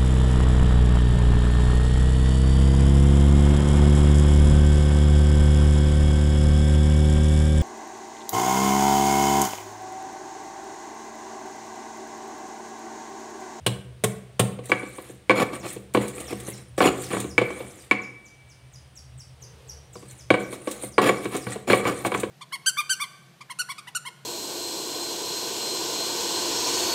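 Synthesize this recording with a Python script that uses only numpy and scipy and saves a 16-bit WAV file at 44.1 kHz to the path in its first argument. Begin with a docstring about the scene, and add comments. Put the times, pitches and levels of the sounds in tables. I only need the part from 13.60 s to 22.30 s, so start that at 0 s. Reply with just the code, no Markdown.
"""In a hard-walled kitchen, a stone pestle works chillies and spices in a stone mortar on a table.
Three blows crush the whole pods; then each stroke knocks, scrapes and squelches through the wet paste.
Midway the pestle is laid down with a clink, and a small bird is heard chirping some way off.
Stone sounds are noise or clicks through resonances, plus fading tones; grit and paste are showers of
tiny ringing bursts; the bird is a falling tone; the room adds filtered noise and fading echoes."""
import sys
import numpy as np
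from scipy import signal
from scipy.fft import rfft, irfft
from scipy.io import wavfile
from scipy.ndimage import uniform_filter1d, minimum_filter1d

SR = 44100
rng = np.random.default_rng(int(sys.argv[2]) if len(sys.argv) > 2 else 0)


def waveform_to_disk(signal):
    """Save audio, clipped to [-1, 1], as 16-bit WAV at the path in sys.argv[1]."""
    frames = np.transpose(np.atleast_2d(signal))
    scaled = np.clip(frames, -1, 1) * 32767
    samples = np.round(scaled).astype(np.int16)
    wavfile.write(sys.argv[1], SR, samples)


N = 383669
TIME = np.arange(N) / SR
HIT_TIME = TIME[:SR]  # the first second, used as the clock of a single hit

# Stone meets stone. Each row: start in seconds, then relative levels in dB of the bowl,
# the table thud and the pestle ring.
KNOCKS = [(0.989, -34, -48, -63), (1.096, -28, -31.5, -53), (1.118, -17, -27.5, -23),
          (1.231, -31.5, -49, -58), (1.383, -34.5, -48, -57), (1.496, -39, -41.5, -73),
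          (1.696, -12, -25, -24.5), (1.706, -14, -44, -21), (2.049, -34.5, -32.5, -53.5),
          (2.163, -33, -35, -60), (2.348, -15.5, -22.5, -36), (2.372, -16.5, -34, -42),
          (2.726, -27.5, -31, -57), (2.882, -35, -35, -73), (3.205, -14.5, -45, -34),
          (3.532, -25.5, -27, -46), (3.568, -27.5, -26, -46), (3.643, -28, -54, -58),
          (3.78, -16, -27, -19.5), (3.815, -18.5, -31, -44), (3.904, -32.5, -42.5, -53),
          (4.004, -30.5, -39, -57), (4.312, -18.5, -33, -19), (6.355, -39, -41.5, -65),
          (6.427, -43.5, -48, -69.5), (6.704, -10.5, -21, -24.5), (6.741, -19.5, -29, -33),
          (6.927, -32.5, -56.5, -53), (7.073, -24, -50, -48.5), (7.235, -31.5, -36, -59.5),
          (7.381, -8, -28.5, -27), (7.492, -15.5, -27.5, -29), (7.655, -25, -33, -44.5),
          (7.868, -31.5, -26.5, -47), (7.958, -30, -65, -58), (8.1, -16, -20, -37),
          (8.132, -11.5, -36, -22.5), (8.253, -24, -25, -37.5), (8.449, -24, -32, -39.5),
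          (8.519, -23.5, -41, -39.5), (8.547, -23, -28.5, -41), (8.633, -21.5, -55, -42.5)]
# Resonances of the stone mortar. Each row: frequency in Hz, width in Hz, relative level in dB.
MORTAR = [(119.3, 1.3, -11.5), (204.6, 4.3, -0.5), (303.5, 31, -6.5), (364, 48.5, 1.5), (488.3, 34, 3),
          (692, 34, -8.5), (738.7, 16, -5.5), (1003, 49, -6), (1126, 39, 1), (1503, 63, -7.5),
          (1700, 66, -7), (1918, 30, -7.5), (2480, 25, -12), (3073, 88, -27), (3180, 42, -17),
          (4015, 26, -23.5), (4330, 18, -34), (6940, 62, -9.5), (7440, 120, -45.5), (8350, 130, -24),
          (8950, 200, -21), (9800, 69, -18)]
# The table under a blow. Each row: frequency in Hz, relative level in dB, time to fall 60 dB in seconds.
TABLE = [(124.4, -5.5, 0.32), (195.4, -9.5, 0.37), (172, -8, 0.13), (218, -11.5, 0.049),
         (297, -27.5, 0.028)]
# Colour of the mortar's dense, quickly damped resonances. 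Each row: frequency in Hz, relative level in dB.
GRIT = [(100, -3), (280, 11), (600, 5), (1400, 0), (2700, -30), (3500, -18.5), (4400, -27), (5300, -73),
        (9000, -39), (15000, -48)]
# Colour of a sharp crack. Each row: frequency in Hz, relative level in dB.
CRACK = [(1500, -13), (2800, 13.5), (4300, 6.5), (5500, -14), (9000, -1), (15000, -34.5)]
# Colour of the wet paste. Each row: frequency in Hz, relative level in dB.
PASTE = [(1500, -16.5), (3800, -10), (5200, -20), (7000, -8), (8800, -1.5), (10200, -9.5), (11500, -16),
         (15500, -16)]


def amp(db):
    """Turn decibels into a gain."""
    return 10 ** (np.asarray(db) / 20)


def unit(x):
    """Scale a sound to an average (rms) level of 1."""
    return x / np.sqrt(np.mean(x ** 2) + 1e-20)


def unit_attack(x, size=660):
    """Scale a blow so that its first 15 ms (660 samples) have rms 1."""
    return x / np.sqrt(np.mean(x[:size] ** 2) + 1e-20)


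def add(out, s, sound):
    """Mix a sound in at a time in seconds."""
    start = max(round(s * SR), 0)
    out[start:start + len(sound)] += sound[:max(N - start, 0)]


def at_hz(points, hz):
    """Read a table between its rows, on a log-frequency axis."""
    f, value = np.transpose(points)
    return np.interp(np.log(np.maximum(hz, 1)), np.log(f), value)


def dying(t, t60):
    """Exponential decay that falls 60 dB in t60 seconds."""
    return np.exp(-np.log(1000) * t / t60)


def drift(rate):
    """A random wobble of rms 1: straight lines between about this many random points a second."""
    return unit(np.interp(TIME * min(rate, 900), np.arange(SR), rng.standard_normal(SR)))


def colour(x, spectrum, skirt_db=14, size=8192):
    """Filter with the given spectrum and no pre-echo (minimum phase), falling away beyond its ends."""
    hz = np.maximum(np.fft.rfftfreq(size, 1 / SR), 1)
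    octaves_outside = np.abs(np.log2(hz / np.clip(hz, spectrum[0][0], spectrum[-1][0])))
    level_db = at_hz(spectrum, hz) - skirt_db * octaves_outside
    cepstrum = irfft(np.log(amp(level_db)))
    # folding the cepstrum forward in time makes the filter minimum phase
    fold = 1 + np.sign(size / 2 - np.arange(size))
    fold[0] = 1
    impulse = irfft(np.exp(rfft(cepstrum * fold)))
    return signal.fftconvolve(x, impulse)[:len(x)]


def resonance(x, hz, width):
    """Two-pole resonance with gain 1 on top; the narrower it is, the longer it rings."""
    r = np.exp(-np.pi * width / SR)
    top = np.array([1, 0, -1]) * (1 - r * r) / 2
    return signal.lfilter(top, [1, -2 * r * np.cos(2 * np.pi * hz / SR), r * r], x + 1e-18)


def struck(modes, size=18000):
    """A struck solid: a sum of dying tones, with new strengths at every blow."""
    t = HIT_TIME[:size]
    strengths = amp(1.5 * rng.standard_normal(len(modes)))
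    tones = [g * amp(db) * dying(t, t60) * np.sin(2 * np.pi * hz * t)
             for g, (hz, db, t60) in zip(strengths, modes)]
    return unit_attack(sum(tones))


def grains(n, per_s, spread_db):
    """Random clicks, many small and a few large."""
    sizes = amp(spread_db * np.minimum(rng.exponential(1, n), 4))
    return (rng.random(n) < per_s / SR) * sizes * rng.choice([-1, 1], n)


def crackle(pitches, per_s, spread_db, sharpness, clumps_db, clumps_per_s):
    """Tiny bursts, each ringing a few cycles at one of the pitches; every pitch comes in clumps."""
    out = 0
    for hz in pitches:
        clicks = grains(N, per_s, spread_db) * amp(clumps_db * drift(clumps_per_s))
        out = out + resonance(clicks, hz, hz / sharpness)
    return out


def background(air_db=-57):
    """Filtered noise: faint room hiss over a low, wavering drone; a sleeve brushes past."""
    # Colours of hiss, drone and sleeve. 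Each row: frequency in Hz, relative level in dB.
    air_colour = [(25, -18), (60, 17.5), (300, 3.5), (600, 5), (1200, -0.5), (3000, -1), (5500, -9.5),
                  (7500, -12.5), (9000, -4.5), (11000, -18.5), (15000, -20)]
    rumble_colour = [(45, -24.5), (55, -55), (67, 5), (90, -8), (110, -9), (126, 10), (145, -7.5),
                     (250, -37.5)]
    sleeve_colour = [(300, -9), (470, 5.5), (650, -8.5), (850, -5.5), (1300, -13.5), (4000, -16.5),
                     (10000, -25)]
    # The low room rumble. Each row: time in seconds, level in dB.
    rumble = [(0.0, -36), (0.12, -47.5), (1.02, -53), (1.24, -55), (3.63, -43), (4.48, -57), (5.72, -45),
              (7.12, -56), (8.38, -46.5), (8.7, -41)]
    # The arm reaches back for the pestle. Each row: time in seconds, level in dB.
    reach = [(5.6, -85), (5.82, -57.5), (6.1, -54.5), (6.3, -62), (6.7, -76), (6.9, -83)]
    air = amp(air_db) * unit(colour(rng.standard_normal(N), air_colour))
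    drone_level = amp(np.interp(TIME, *np.transpose(rumble)))
    drone = drone_level * unit(colour(rng.standard_normal(N), rumble_colour))
    sleeve_level = amp(np.interp(TIME, *np.transpose(reach)))
    sleeve = sleeve_level * unit(colour(rng.standard_normal(N), sleeve_colour))
    return air + drone + sleeve


def kitchen_tail(first_echo_s=0.0077, count=10):
    """Diffuse echoes: bands of noise that die at their own rates, with total energy 1."""
    # Kitchen reverberation. Each row: frequency in Hz, time to fall 60 dB in seconds.
    kitchen = [(100, 0.86), (400, 0.8), (1000, 0.55), (2300, 0.56), (4500, 0.32), (9000, 0.51),
               (16000, 0.3)]
    edges = np.geomspace(60, 17000, count)
    tail = 0
    for low, high in zip(edges, edges[1:]):
        band_filter = signal.butter(2, [low, high], "band", fs=SR, output="sos")
        band = signal.sosfilt(band_filter, rng.standard_normal(SR))
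        tail = tail + band * dying(HIT_TIME, at_hz(kitchen, np.sqrt(low * high)))
    tail = tail * (HIT_TIME > first_echo_s)
    return tail / np.linalg.norm(tail)


def bird(level_db=-2, octave_db=-17, warble_db=4.5):
    """A thin whistle that falls about an octave; its pitch varies by chirp and its level flutters."""
    # One falling chirp. Each row: seconds after its start, typical pitch in Hz, relative level in dB.
    chirp_shape = [(0, 8260, -15), (.006, 8150, -14.5), (0.014, 6850, -5.5), (.021, 5990, -2),
                   (.033, 5200, -6.5), (.045, 4620, -9.5), (0.055, 4200, -42)]
    # Even runs of calls. Each row: first chirp in seconds, number of chirps, interval in seconds,
    # relative level in dB.
    chirp_runs = [(1.985, 1, .25, -46), (2.655, 5, .256, -39.5), (4.167, 5, .239, -46.5),
                  (5.348, 3, 0.23, -40.5), (6.075, 3, .251, -40.5), (6.817, 5, .244, -44)]
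    out = np.zeros(N)
    when, pitch, loud = np.transpose(chirp_shape)
    t = TIME[TIME < when[-1]]
    for first, count, interval, db in chirp_runs:
        for k in range(round(count)):
            detune = 1 + 0.0102 * rng.normal()
            phase = 2 * np.pi * np.cumsum(np.interp(t, when, pitch)) / SR * detune
            whistle = amp(np.interp(t, when, loud)) * np.sin(phase)
            # the overtone is strongest as the pitch sinks
            overtone = amp(octave_db) * np.sqrt(np.sin(np.pi * (t / when[-1]) ** 2)) * np.sin(2 * phase)
            add(out, first + k * interval, amp(db + level_db) * (whistle + overtone))
    return out * amp(warble_db * drift(300))


def singing(held_t60_s=.7, free_t60_s=1.55):
    """The pestle sings on after a contact: two close tones beat, dying faster in the hand than free."""
    # The pestle's longest-lived mode, a close pair. Each row: frequency in Hz, level in dB against the ring.
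    close_pair = [(2297, -22), (2309, -29)]
    # The pestle lies free: from and to, in seconds.
    laid_down = (4.3, 6.2)
    out = np.zeros(N)
    tone = sum(amp(db) * np.sqrt(2) * np.sin(2 * np.pi * hz * HIT_TIME) for hz, db in close_pair)
    for s, bowl, thud, ring in KNOCKS:
        free = laid_down[0] < s < laid_down[1]
        add(out, s, amp(ring) * tone * dying(HIT_TIME, free_t60_s if free else held_t60_s))
    return out


def paste(wet, squelch_db=-4.5, pop_db=-13, pop_t60=0.086, count=26, size=2000):
    """Tiny wet films burst as the paste is squeezed; now and then a larger pop is a dying noise burst."""
    # Seeds and air pockets burst. Each row: start in seconds, relative level in dB.
    pops = [(1.056, -30), (2.338, -25), (2.4803, -24.5), (2.603, -26.5), (2.8, -28.5), (3.1782, -25),
            (3.6017, -19.5), (7.1122, -21.5), (7.7653, -20.5), (8.4587, -28), (8.5993, -20.5)]
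    pitches = np.geomspace(3000, 15000, count)
    fizz = crackle(pitches, per_s=300, spread_db=2.5, sharpness=17.5, clumps_db=6, clumps_per_s=45)
    out = amp(squelch_db) * wet * unit(colour(fizz, PASTE))
    for s, db in pops:
        burst = rng.standard_normal(size) * dying(HIT_TIME[:size], pop_t60)
        add(out, s, amp(db + pop_db) * unit_attack(colour(burst, PASTE)))
    return out


def scraping(rub, wet, scrape_db=-1, crunch_db=-1, rub_crunch_db=-15, wet_crunch_db=-14, edge_s=0.0045,
             pestle_db=-5, pestle_hz=2210, pestle_width_hz=90, count=18):
    """Stone grains catch and slip in clumps, shaking bowl and pestle; grit is crushed between them."""
    # The pestle bites through to bare stone. Each row: start in seconds, length in seconds,
    # relative level in dB, crunch in dB against that level.
    scrapes = [(1.757, 0.077, -21, -14.5), (2.03, 0.037, -35.5, -12), (3.179, 0.015, -25, -32),
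               (3.214, 0.04, -16, -12), (3.255, 0.032, -17.5, -15), (3.505, 0.045, -28.5, -13),
               (7.416, 0.075, -18.5, -15), (8.074, 0.018, -21, -36), (8.097, 0.027, -22.5, -4),
               (8.262, 0.021, -22.5, -12), (8.541, 0.008, -25.5, -5)]
    # Colour of crushed grit. Each row: frequency in Hz, relative level in dB.
    granules = [(900, -2), (2000, 14), (3200, 3.5), (4300, 5.5), (4900, -28.5), (5600, -25)]
    pressure = rub
    crushing = amp(rub_crunch_db) * rub + amp(wet_crunch_db) * wet
    for s, length, db, crunch in scrapes:
        corners = [s - edge_s / 2, s + edge_s / 2, s + length, s + length + 2 * edge_s]
        bite = np.interp(TIME, corners, [0, 1, 1, 0])
        pressure = pressure + amp(db + scrape_db) * bite
        crushing = crushing + amp(db + crunch + crunch_db) * bite
    # as the contact point travels, each resonance is driven now more, now less
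    coupling = [amp(db + 3.5 * drift(28)) for hz, width, db in MORTAR]

    def body(force):
        """Both stones answer each slip with their resonances."""
        bowl = sum(resonance(force * g, hz, width) for g, (hz, width, db) in zip(coupling, MORTAR))
        pestle = amp(pestle_db) * resonance(force, pestle_hz, pestle_width_hz)
        return bowl + amp(-8.5) * colour(force, GRIT) + pestle

    slips = grains(N, 2800, 2.8) * amp(3.2 * drift(120))
    stones = body(slips * pressure) / np.std(body(slips))
    pitches = np.geomspace(1300, 5000, count)
    grit = crackle(pitches, per_s=350, spread_db=4, sharpness=22, clumps_db=4, clumps_per_s=50)
    return stones + crushing * unit(colour(grit, granules))


def grinding(rub_db=-4, stroke_rub_db=-2, land_s=.008, lift_t60_s=.3, push_rise=0.52):
    """Each stroke rubs and squelches lightly until the pestle lifts; each push of the wrist swells both."""
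    # The pestle stays in the paste from landing to lifting. Each row: from and to in seconds,
    # relative squelch level in dB.
    strokes = [(1.033, 1.505, -46.5), (1.688, 2.18, -52.5), (2.342, 2.987, -44.5), (3.182, 3.666, -43),
               (3.783, 4.254, -49.5), (6.327, 6.62, -54), (6.695, 7.275, -49.5), (7.38, 7.98, -44.5),
               (8.114, 8.64, -47)]
    # Pushes of the wrist. Each row: peak time in seconds, length in seconds,
    # then relative levels in dB of rubbing and squelch.
    pushes = [(1.105, 0.037, -55, -36), (1.78, 0.22, -49, -48), (1.95, 0.067, -25.5, -40),
              (2.103, 0.14, -46, -34), (2.364, 0.056, -25, -49), (2.437, 0.098, -27, -40),
              (2.6, 0.15, -36.5, -49), (2.714, 0.071, -31.5, -48), (2.883, 0.079, -51, -40),
              (3.258, .17, -47, -36), (3.432, 0.14, -51, -36.5), (3.572, .15, -31, -35),
              (3.972, 0.31, -40.5, -48), (6.513, 0.065, -74, -44), (6.812, 0.053, -44, -40),
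              (6.939, 0.063, -37, -38), (7.116, 0.16, -40, -40.5), (7.238, 0.12, -41.5, -39.5),
              (7.489, 0.15, -24, -46), (7.649, 0.061, -37.5, -39), (7.75, 0.1, -24, -38),
              (7.919, 0.096, -34, -36.5), (8.151, 0.16, -29, -29), (8.29, .12, -24, -46),
              (8.387, 0.14, -39, -44), (8.466, 0.048, -22, -28.5), (8.579, 0.095, -33, -38)]
    wet = 0
    for start, end, db in strokes:
        # the paste is met at once and lets go slowly
        landing = np.clip((TIME - start) / land_s, 0, 1)
        lifting = dying(np.maximum(TIME - end, 0), lift_t60_s)
        wet = wet + amp(db) * landing * lifting
    rub = amp(stroke_rub_db) * wet
    for s, length, rubbing, squelch in pushes:
        # push_rise is the share of a push spent swelling
        swell = np.interp(TIME, [s - push_rise * length, s, s + (1 - push_rise) * length], [0, 1, 0])
        rub = rub + amp(rubbing) * swell
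        wet = wet + amp(squelch) * swell
    return scraping(amp(rub_db) * rub, wet) + paste(wet)


def mortar(force, grit_db):
    """The bowl's resonances over a bed of dense, quickly damped ones."""
    out = amp(grit_db) * colour(force, GRIT)
    for k, (hz, width, db) in enumerate(MORTAR):
        out = out + (-1) ** k * resonance(force, hz, width) * amp(db)
    return out


def knocks(thud_db=-3, ring_db=7.0, crack_db=-15, crack_per_ring=.15, chatter=0.08, chatter_t60=0.049,
           crack_t60=0.078, contact_hz=3900, hardening=0.59, size=16000):
    """A contact and brief chatter on rough stone; less paste between means harder, with more ring and crack."""
    # Ringing of bare stone on stone. Each row: frequency in Hz, relative level in dB,
    # time to fall 60 dB in seconds.
    pestle = [(853, -16, .07), (1107, -7.5, 0.053), (1557, -25.5, .08), (1880, -13, 0.097),
              (2087, -14, 0.13), (2186, 5.5, 0.047), (2282, 20, 0.042), (2254, -6.5, 0.058),
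              (2640, -4.5, 0.094), (3420, -32.5, 0.081), (4150, -32.5, 0.084), (4770, -16.5, 0.07),
              (11600, -49, .12)]
    out, t = np.zeros(N), HIT_TIME[:size]
    for s, bowl, thud, ring in KNOCKS:
        # the more ring against bowl, the brighter the contact
        cutoff = np.clip(contact_hz * amp(hardening * (ring - bowl)), 300, SR / 4)
        contact = signal.butter(2, cutoff, fs=SR, output="sos")
        force = chatter * rng.standard_normal(size) * dying(t, chatter_t60)
        force[0] += 1
        crack = bowl + crack_per_ring * (ring - bowl)
        snap = rng.standard_normal(size) * dying(t, crack_t60)
        add(out, s, amp(bowl) * unit_attack(mortar(signal.sosfilt(contact, force), grit_db=-17.5)))
        add(out, s, amp(thud + thud_db) * struck(TABLE))
        add(out, s, amp(ring + ring_db) * struck(pestle))
        add(out, s, amp(crack + crack_db) * unit_attack(colour(snap, CRACK)))
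    return out


def pounds(snap_db=-3, thud_db=-11, bowl_db=-13, crunch_db=-3, rise_s=0.0019, crush_s=0.0061,
           squash_t60=0.052, cushion_s=0.00432, soft_hz=700):
    """The pod splinters and its softened force shakes the bowl; the table thud follows a moment later."""
    # Blows on whole pods. Each row: start in seconds, relative level in dB,
    # then crunch and crack in dB against that level.
    blows = [(0.063, -10, -6, -9), (0.4377, -10.5, -3.5, -27), (0.7937, -5, -6, -24)]
    # Colour of the splintering pods. Each row: frequency in Hz, relative level in dB.
    crunch_colour = [(150, -1), (400, 18.5), (700, 12.5), (1200, 8), (2000, 1.5), (3400, 2), (5200, -8.5),
                     (7200, -3), (8900, 6), (11000, -6.5), (15000, -13)]
    out = np.zeros(N)
    crushing = np.minimum(1, HIT_TIME / rise_s) * np.minimum(1, dying(HIT_TIME - crush_s, squash_t60))
    softening = signal.butter(2, soft_hz, fs=SR, output="sos")
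    for s, db, crunch, crack in blows:
        splinters = grains(SR, 12000, 4.6) * crushing
        snaps = grains(SR, 6700, 2.1) * crushing
        cushioned = signal.sosfilt(softening, splinters)
        add(out, s, amp(db + crunch + crunch_db) * unit_attack(colour(splinters, crunch_colour)))
        add(out, s, amp(db + crack + snap_db) * unit_attack(colour(snaps, CRACK)))
        add(out, s, amp(db + bowl_db) * unit_attack(mortar(cushioned, grit_db=-11.0)))
        add(out, s + cushion_s, amp(db + thud_db) * struck(TABLE))
    return out


def scene(bass_cut_hz=108):
    """The mortar is close, its deep bass filtered out; the far bird has much stronger echoes."""
    bass_cut = signal.butter(5, bass_cut_hz, "high", fs=SR, output="sos")
    near = signal.sosfilt(bass_cut, pounds() + knocks() + grinding())
    far = bird()
    echoes = signal.fftconvolve(amp(-12.5) * near + amp(-2.5) * far, kitchen_tail())[:N]
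    return (near + singing() + far + echoes + background())[None]


def record(dry, size=130, ceiling=.72, cutoff_hz=15700):
    """A fast limiter holds the peaks, then a steep filter cuts the top of the treble."""
    gain = np.minimum(1, ceiling / (np.abs(dry) + 1e-9))
    # the lowest gain nearby, smoothed over about 3 ms
    gain = uniform_filter1d(minimum_filter1d(gain, size), size)
    top_cut = signal.ellip(10, .1, 80, cutoff_hz, fs=SR, output="sos")
    return signal.sosfilt(top_cut, dry * gain)


dry = scene()
out = record(dry)
waveform_to_disk(out)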